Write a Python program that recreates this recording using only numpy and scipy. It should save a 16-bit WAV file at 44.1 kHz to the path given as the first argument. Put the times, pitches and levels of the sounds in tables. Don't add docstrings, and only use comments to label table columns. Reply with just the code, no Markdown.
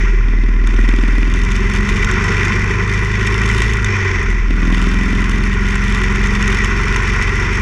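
import sys
import numpy as np
from scipy import signal
from scipy.fft import rfft, irfft
from scipy.io import wavfile
from scipy.ndimage import uniform_filter1d

SR = 44100
rng = np.random.default_rng(int(sys.argv[2]) if len(sys.argv) > 2 else 0)


def wrap_up_sound(samples):
    columns = np.atleast_2d(samples).T
    tamed = np.clip(columns, -1, 1)
    steps = np.round(tamed * 32767).astype(np.int16)
    wavfile.write(sys.argv[1], SR, steps)


def how_loud(loudness_db):
    steps = np.asarray(loudness_db, float) / 20
    return 10 ** steps


N = 335601
T = np.arange(N) / SR

# start_s, cycle_hz
SPEED = [(0.0, 21.43), (0.2, 19.53), (0.55, 19.72), (1.3, 20.92), (2.2, 23.49), (3.0, 25.51), (3.73, 27.27),
         (3.82, 26.77), (3.94, 24.85), (4.26, 22.03), (4.38, 20.66), (4.48, 20.32), (4.7, 20.68),
         (5.3, 21.62), (5.7, 22.15), (6.4, 22.58), (7.1, 22.91), (7.61, 23.28)]
# multiple, level_db under load at 22 Hz, slope_db_per_hz of speed
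WEAK_ORDERS = [(1, -38, 1.0), (3, -28, -1.0), (5, -30, -.8), (6, -34, .1), (8, -40, 1.5), (10, -38, -2.5),
               (11, -37, -3.0), (12, -44, -2.5), (15, -44, 2.5), (17, -40, -1.2), (19, -40, -2.5)]
# cycle_hz, order2_db, order4_db, order7_db, order9_db
MOUNT_LOW_GEAR = [(19.6, -10.5, -30, -52, -46), (20.3, -9.7, -41, -50, -37), (21.1, -12, -27, -41, -31),
                  (22.5, -17, -25, -33, -22.5), (23.7, -20, -20.5, -29, -29), (25.4, -20, -19.5, -30, -48),
                  (26.2, -18, -19.5, -30, -34), (27.3, -15.5, -21, -32, -39)]
MOUNT_HIGH_GEAR = [(20.3, -12.5, -29, -44, -32), (20.7, -13, -31, -36, -23), (21.6, -15, -27, -36, -24.5),
                   (22.6, -16.3, -25.5, -35, -24), (22.9, -18, -24, -36, -32), (23.3, -19.5, -22, -41, -38)]
SHUT_DB = [-0.9, 2.5, -24, -6, -5]
# start_s, vibration_db, looseness_db
SHAKE = [(0.05, -24, -42), (.22, -29.5, -47), (.63, -31.5, -42), (.69, -27, -27.5), (1.3, -26.5, -26),
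         (1.8, -23, -25), (2.3, -18.5, -31), (2.65, -21.5, -32.5), (3.1, -22.5, -28), (3.6, -20.5, -23.5),
         (3.82, -23.5, -29), (3.93, -19.5, -38), (4.17, -21, -36), (4.48, -28, -33.5), (4.75, -23.5, -23),
         (5.4, -24.5, -26), (6.4, -20.5, -27), (7.61, -20, -29.5)]
# start_s, main_swing_db, other_swing_db
STOP_PULLING = [(.22, -40, -40), (.28, -12.5, -19), (.45, -12.5, -32), (.58, -18, -16), (.7, -12, -24),
                (.85, -8, -34), (1.22, -10, -30), (1.33, -15, -13), (1.45, -22, -34)]
STOP_AFTER_SHIFT = [(4.45, -30, -35), (4.5, -12, -11), (4.6, -9.5, -13.5), (4.9, -13, -16),
                    (5.15, -16.5, -10), (5.3, -18, -18.5), (5.45, -13.5, -20), (5.55, -32, -40)]
# start_s, peak_db
SNAPS = [(0.671, -24), (1.3374, -25), (1.4345, -27), (1.448, -25), (1.503, -29), (1.517, -22),
         (1.562, -22.5), (1.7494, -26), (1.889, -21), (2.0445, -17), (2.1121, -21), (2.24, -21.5),
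         (2.449, -22.5), (3.2696, -20), (3.3777, -26), (3.491, -31), (3.619, -18), (3.7342, -20.5),
         (3.844, -17.5), (4.2274, -28), (5.2934, -21.5), (5.685, -24), (5.7548, -22), (6.27, -25),
         (6.424, -19.5), (6.4763, -18), (6.644, -17.5), (6.96, -18.5), (7.2228, -20), (7.5547, -26)]
# pitch_hz, level_db
RUMBLE = [(10, -25), (16, -11), (26, -7), (35, 0), (41, -4), (46, -9), (60, -9), (72, -15), (95, -15),
          (122, -11), (150, -21), (300, -40)]
# pitch_hz, width_hz, level_db
PIPE = [(144, 61, -5.5), (209.4, 43, -7.5), (394.3, 89.5, -2)]
FRAME = [(107.4, 59, -1), (207, 41, 6), (300, 34, -5), (384, 68.6, 3), (461, 20, -4)]
HOUSING = [(760, 560, -25), (1046, 200, -5), (1183, 38, -5.5), (1431, 280, -3), (1645, 93, -13.5),
           (1959, 259, 2), (2363, 300, -4.5), (2638, 75, -8.5), (3034, 500, -18), (3520, 440, -20.5)]
SHELL = [(4440, 850, -12.5), (4780, 110, -4), (5010, 200, -15), (5440, 265, 2.5), (5770, 380, -2.5),
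         (6260, 980, -2), (7460, 370, -8), (7760, 550, -17.5), (8440, 550, -19), (9220, 570, -14.5),
         (10320, 400, -24.5), (10850, 390, -26), (11400, 340, -34.5), (12900, 500, -42), (13700, 900, -60)]
CLAMP = [(3566, 230, 1), (2870, 980, 1.5), (4600, 3000, -12.5)]
KNOCK = [(314, 56, 0.5), (430, 210, -4), (626, 700, -2.5), (1070, 160, -32)]

SHUT_S, OPEN_S, WRIST_S = 3.8, 4.42, 0.13
SLACK_S, SLACK_WIDTH_S, SLACK_DB = 3.99, 0.091, -12
PULL_S, PULL_FROM_DB, EASE_DB_PER_HZ = 1.6, -5, -0.73
PIPE_TURN, PIPE_LEAD_PER_HZ = .25, .036
PIPE_SMEAR = .085
SWAY_HZ, SWAY_IN_STEP_S = 37.0, 1.92
SWAY_S, SWAY_WIDTH_S, SWAY_DB = 1.95, 0.29, -20
RUMBLE_DB, RUMBLE_DB_PER_HZ = -27, -0.4
FRAME_DB, FRAME_FOLLOW, FRAME_HIGH_GEAR_DB = -5, 1, -2.5
FIZZ_DB, FIZZ_FOLLOW = -16, 1.16
STRAY_PER_S, STRAY_DB, SNAP_BODY_DB = 8.3, 20, 7
WHINE_HZ, WHINE_WIDTH_HZ, WHINE_DB = 9210, 430, -68.5


def evened(x):
    return x / np.sqrt(np.mean(x ** 2) + 1e-20)


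def curves(rows):
    s, *columns = np.transpose(rows)
    return [np.interp(T, s, column) for column in columns]


def causal(gain):
    log_gain = np.log(np.maximum(np.r_[gain, gain[-2:0:-1]], 1e-6))
    spectrum = np.exp(np.conj(signal.hilbert(log_gain)))
    taps = np.fft.ifft(spectrum).real[:len(gain)]
    return taps / np.linalg.norm(taps)


def body(x, modes, steep=2):
    hz = np.fft.rfftfreq(16384, 1 / SR)
    power = sum(how_loud(2 * db) / (1 + (2 * (hz - f) / w) ** 2) ** steep for f, w, db in modes)
    return signal.oaconvolve(x, causal(np.sqrt(power)))[:N]


def wander(hz):
    lowpass = signal.butter(2, hz, fs=SR, output="sos")
    return evened(signal.sosfilt(lowpass, rng.standard_normal(N)))


def strikes(turns, spread_db, jitter_s):
    at = np.flatnonzero(np.diff(np.floor(turns)) > 0)
    luck = rng.standard_normal((len(at), 2))
    late = (jitter_s * SR * luck[:, 0]).astype(int)
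    out = np.zeros(N)
    np.add.at(out, np.clip(at + late, 0, N - 1), how_loud(spread_db * luck[:, 1]))
    return out


def burst(clicks, rise_s):
    u = np.arange(800) / SR / rise_s
    envelope = u ** 2 * np.exp(-2 * u)
    return signal.oaconvolve(clicks, envelope)[:N] * rng.standard_normal(N)


def rumble(hz):
    smooth_hz = uniform_filter1d(hz, SR, mode="nearest")
    level_db = RUMBLE_DB + RUMBLE_DB_PER_HZ * (smooth_hz - 22.5)
    bins = np.fft.rfftfreq(N, 1 / SR)
    f, db = np.transpose(RUMBLE)
    colour = how_loud(np.interp(np.log(bins + 1), np.log(f), db, right=-90))
    noise = irfft(rfft(rng.standard_normal(N)) * colour, N)
    return how_loud(level_db) * evened(noise)


def sway(turns):
    level_db = SWAY_DB - 8.7 * ((T - SWAY_S) / SWAY_WIDTH_S) ** 2
    in_step = 2 * turns[round(SWAY_IN_STEP_S * SR)]
    swing = np.cos(2 * np.pi * (SWAY_HZ * (T - SWAY_IN_STEP_S) + in_step))
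    return how_loud(level_db) * evened(swing)


def pipe_note(front):
    firings = strikes(front + 0.1228, spread_db=1.5, jitter_s=0.00034)
    firings = firings + .5 * strikes(front - .44, spread_db=1.5, jitter_s=0.00027)
    return evened(body(firings, PIPE))


def frame_drone(front, noise):
    beat = np.cos(2 * np.pi * front)
    return evened(body(noise * how_loud(3.7 * beat + 0.81 * wander(hz=30.2)), FRAME))


def housing_ring(walls, hz):
    lid, base = body(walls[0], HOUSING[5:]), body(walls[1], HOUSING[:5])
    return evened(lid + how_loud(-3.5 + 0.28 * load(hz)) * base)


def shell_fizz(noise, throb, gusts):
    dull = signal.lfilter([1], [1, -1.3, .45], noise)
    return evened(body(dull * how_loud(.5 * throb + 1.55 * gusts), SHELL))


def loose_rattle(chatter, noise, gusts):
    bright = np.diff(chatter + 0.5 * noise * how_loud(2.3 * gusts), prepend=0)
    return evened(body(bright, SHELL)) + how_loud(7.5) * evened(body(bright, CLAMP, steep=2.52))


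def buzz(turns, hz):
    shake_db, loose_db = curves(SHAKE)
    frame_db = FRAME_DB - 23.5 + FRAME_FOLLOW * (shake_db + 22.5) + FRAME_HIGH_GEAR_DB * (T > OPEN_S)
    fizz_db = FIZZ_DB - 23 + FIZZ_FOLLOW * (shake_db + 23)
    rattle_db = shake_db + loose_db + 1.8 * wander(hz=10)
    ring_db = shake_db + 0.44 * wander(hz=7.6)

    front = turns - .47 + 0.046 * (hz - 22.5)
    throb = np.cos(4 * np.pi * (turns - .15))
    gusts = wander(hz=64.6)
    hiss = rng.standard_normal((3, N))
    ticks = strikes(2 * turns, spread_db=3.0, jitter_s=0.0018)
    ticks = ticks + .5 * strikes(3.3 * turns, spread_db=5.5, jitter_s=.005)
    chatter = evened(burst(ticks, rise_s=0.0011))
    walls = [hiss[1] * how_loud(0.27 * throb + 1.77 * lumps) + 0.22 * chatter
             for lumps in (gusts, wander(hz=60.7))]

    out = how_loud(frame_db + 1.0) * frame_drone(front, hiss[0])
    out = out + how_loud(frame_db - 5.5) * pipe_note(front)
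    out = out + how_loud(WHINE_DB) * evened(body(walls[0], [(WHINE_HZ, WHINE_WIDTH_HZ, 0)]))
    out = out + how_loud(ring_db - 0.06) * housing_ring(walls, hz)
    out = out + how_loud(fizz_db - 1.4) * shell_fizz(hiss[2], throb, gusts)
    return out + how_loud(rattle_db + 5.0) * loose_rattle(chatter, hiss[0], gusts)


def snaps():
    shake_db, loose_db = curves(SHAKE)
    stray_db = shake_db + loose_db + STRAY_DB + 4.3 * (rng.random(N) - .5)
    high = (rng.random(N) < STRAY_PER_S / SR) * how_loud(stray_db)
    for s, db in SNAPS:
        high[round(s * SR)] = how_loud(db)
    low = high * how_loud(SNAP_BODY_DB + 1.7 * rng.standard_normal(N))
    bright = np.diff(burst(high, rise_s=0.0018), prepend=0)
    shell = how_loud(15.0) * body(bright, SHELL) + how_loud(21.0) * body(bright, CLAMP, steep=2.44)
    return shell + how_loud(16.5) * body(burst(low, rise_s=0.00059), HOUSING)


def stop_blows(turns):
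    swing = np.floor(2 * turns - .085)
    at = np.flatnonzero(np.diff(swing) > 0) + 1
    at = at + rng.integers(0, 50, len(at)) * (T[at] > OPEN_S)
    before, between, after = [(0, -60, -60)], [(1.6, -60, -60), (4.4, -60, -60)], [(5.7, -60, -60)]
    main_db, other_db = curves(before + STOP_PULLING + between + STOP_AFTER_SHIFT + after)
    force_db = np.where(swing % 2 == 1, main_db, other_db)[at]
    spread_db = np.where(T[at] > OPEN_S, 10, 5)
    blows = np.zeros(N)
    blows[at] = how_loud(force_db + spread_db * (rng.random(len(at)) - .5))
    return blows


def knock(turns):
    blows = stop_blows(turns)
    t = np.arange(600) / SR - .0045
    squeeze = np.exp(-(t / 0.0034) ** 2) * np.sin(2 * np.pi * 256 * t)
    push = signal.oaconvolve(blows, np.hanning(70))[:N]
    thud = how_loud(-2.5) * signal.oaconvolve(blows, squeeze)[:N] + how_loud(-25.0) * body(push, KNOCK)
    tick = np.roll(burst(blows, rise_s=0.00083), 90)
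    return thud + how_loud(6.0) * body(tick, HOUSING) + how_loud(1.0) * body(tick, CLAMP, steep=2.3)


def shut():
    closing = np.clip((T - SHUT_S) / WRIST_S, 0, 1)
    return closing * np.clip((OPEN_S + WRIST_S - T) / WRIST_S, 0, 1)


def load(hz):
    pull_db = PULL_FROM_DB * np.clip(1 - T / PULL_S, 0, 1)
    return pull_db + EASE_DB_PER_HZ * np.maximum(hz - 23.5, 0) + SHUT_DB[4] * shut()


def mount(hz):
    low, high = np.transpose(MOUNT_LOW_GEAR), np.transpose(MOUNT_HIGH_GEAR)
    geared = np.clip((T - OPEN_S) / WRIST_S + 1, 0, 1)
    db = [(1 - geared) * np.interp(hz, low[0], a) + geared * np.interp(hz, high[0], b) + c * shut()
          for a, b, c in zip(low[1:], high[1:], SHUT_DB)]
    slack_db = SLACK_DB * np.exp(-((T - SLACK_S) / SLACK_WIDTH_S) ** 2)
    return [db[0] + slack_db] + db[1:]


def shake(turns, hz):
    load_db = load(hz)
    lines = list(zip((2, 4, 7, 9), mount(hz)))
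    for k, db, slope in WEAK_ORDERS:
        speed_db = slope * np.maximum(hz - 22, -.5)
        lines.append((round(k), db + speed_db + load_db + 0.87 * wander(hz=2.9)))
    pulse = PIPE_TURN + PIPE_LEAD_PER_HZ * (hz - 22)
    out = np.zeros(N)
    for k, db in lines:
        lag = (k != 2) * .5 + (k > 2) * (k * pulse - PIPE_SMEAR * (k - 3) * (k - 4))
        out += np.sqrt(2) * how_loud(db) * np.cos(2 * np.pi * (k * turns + lag))
    return out


def scene():
    hz = curves(SPEED)[0]
    turns = np.cumsum(hz) / SR - .15
    background = rumble(hz) + sway(turns) + buzz(turns, hz)
    return (background + snaps() + knock(turns) + shake(turns, hz))[None]


def band_limit(x):
    return signal.sosfilt(signal.butter(12, 15170, fs=SR, output="sos"), x)


def record(dry):
    edge = signal.firwin(127, 14350, window=("kaiser", 8), fs=SR)
    limited = 1.202 * np.tanh(dry / 1.175)
    return band_limit(signal.oaconvolve(limited, edge[None], "same"))


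dry = scene()
out = record(dry)
wrap_up_sound(out)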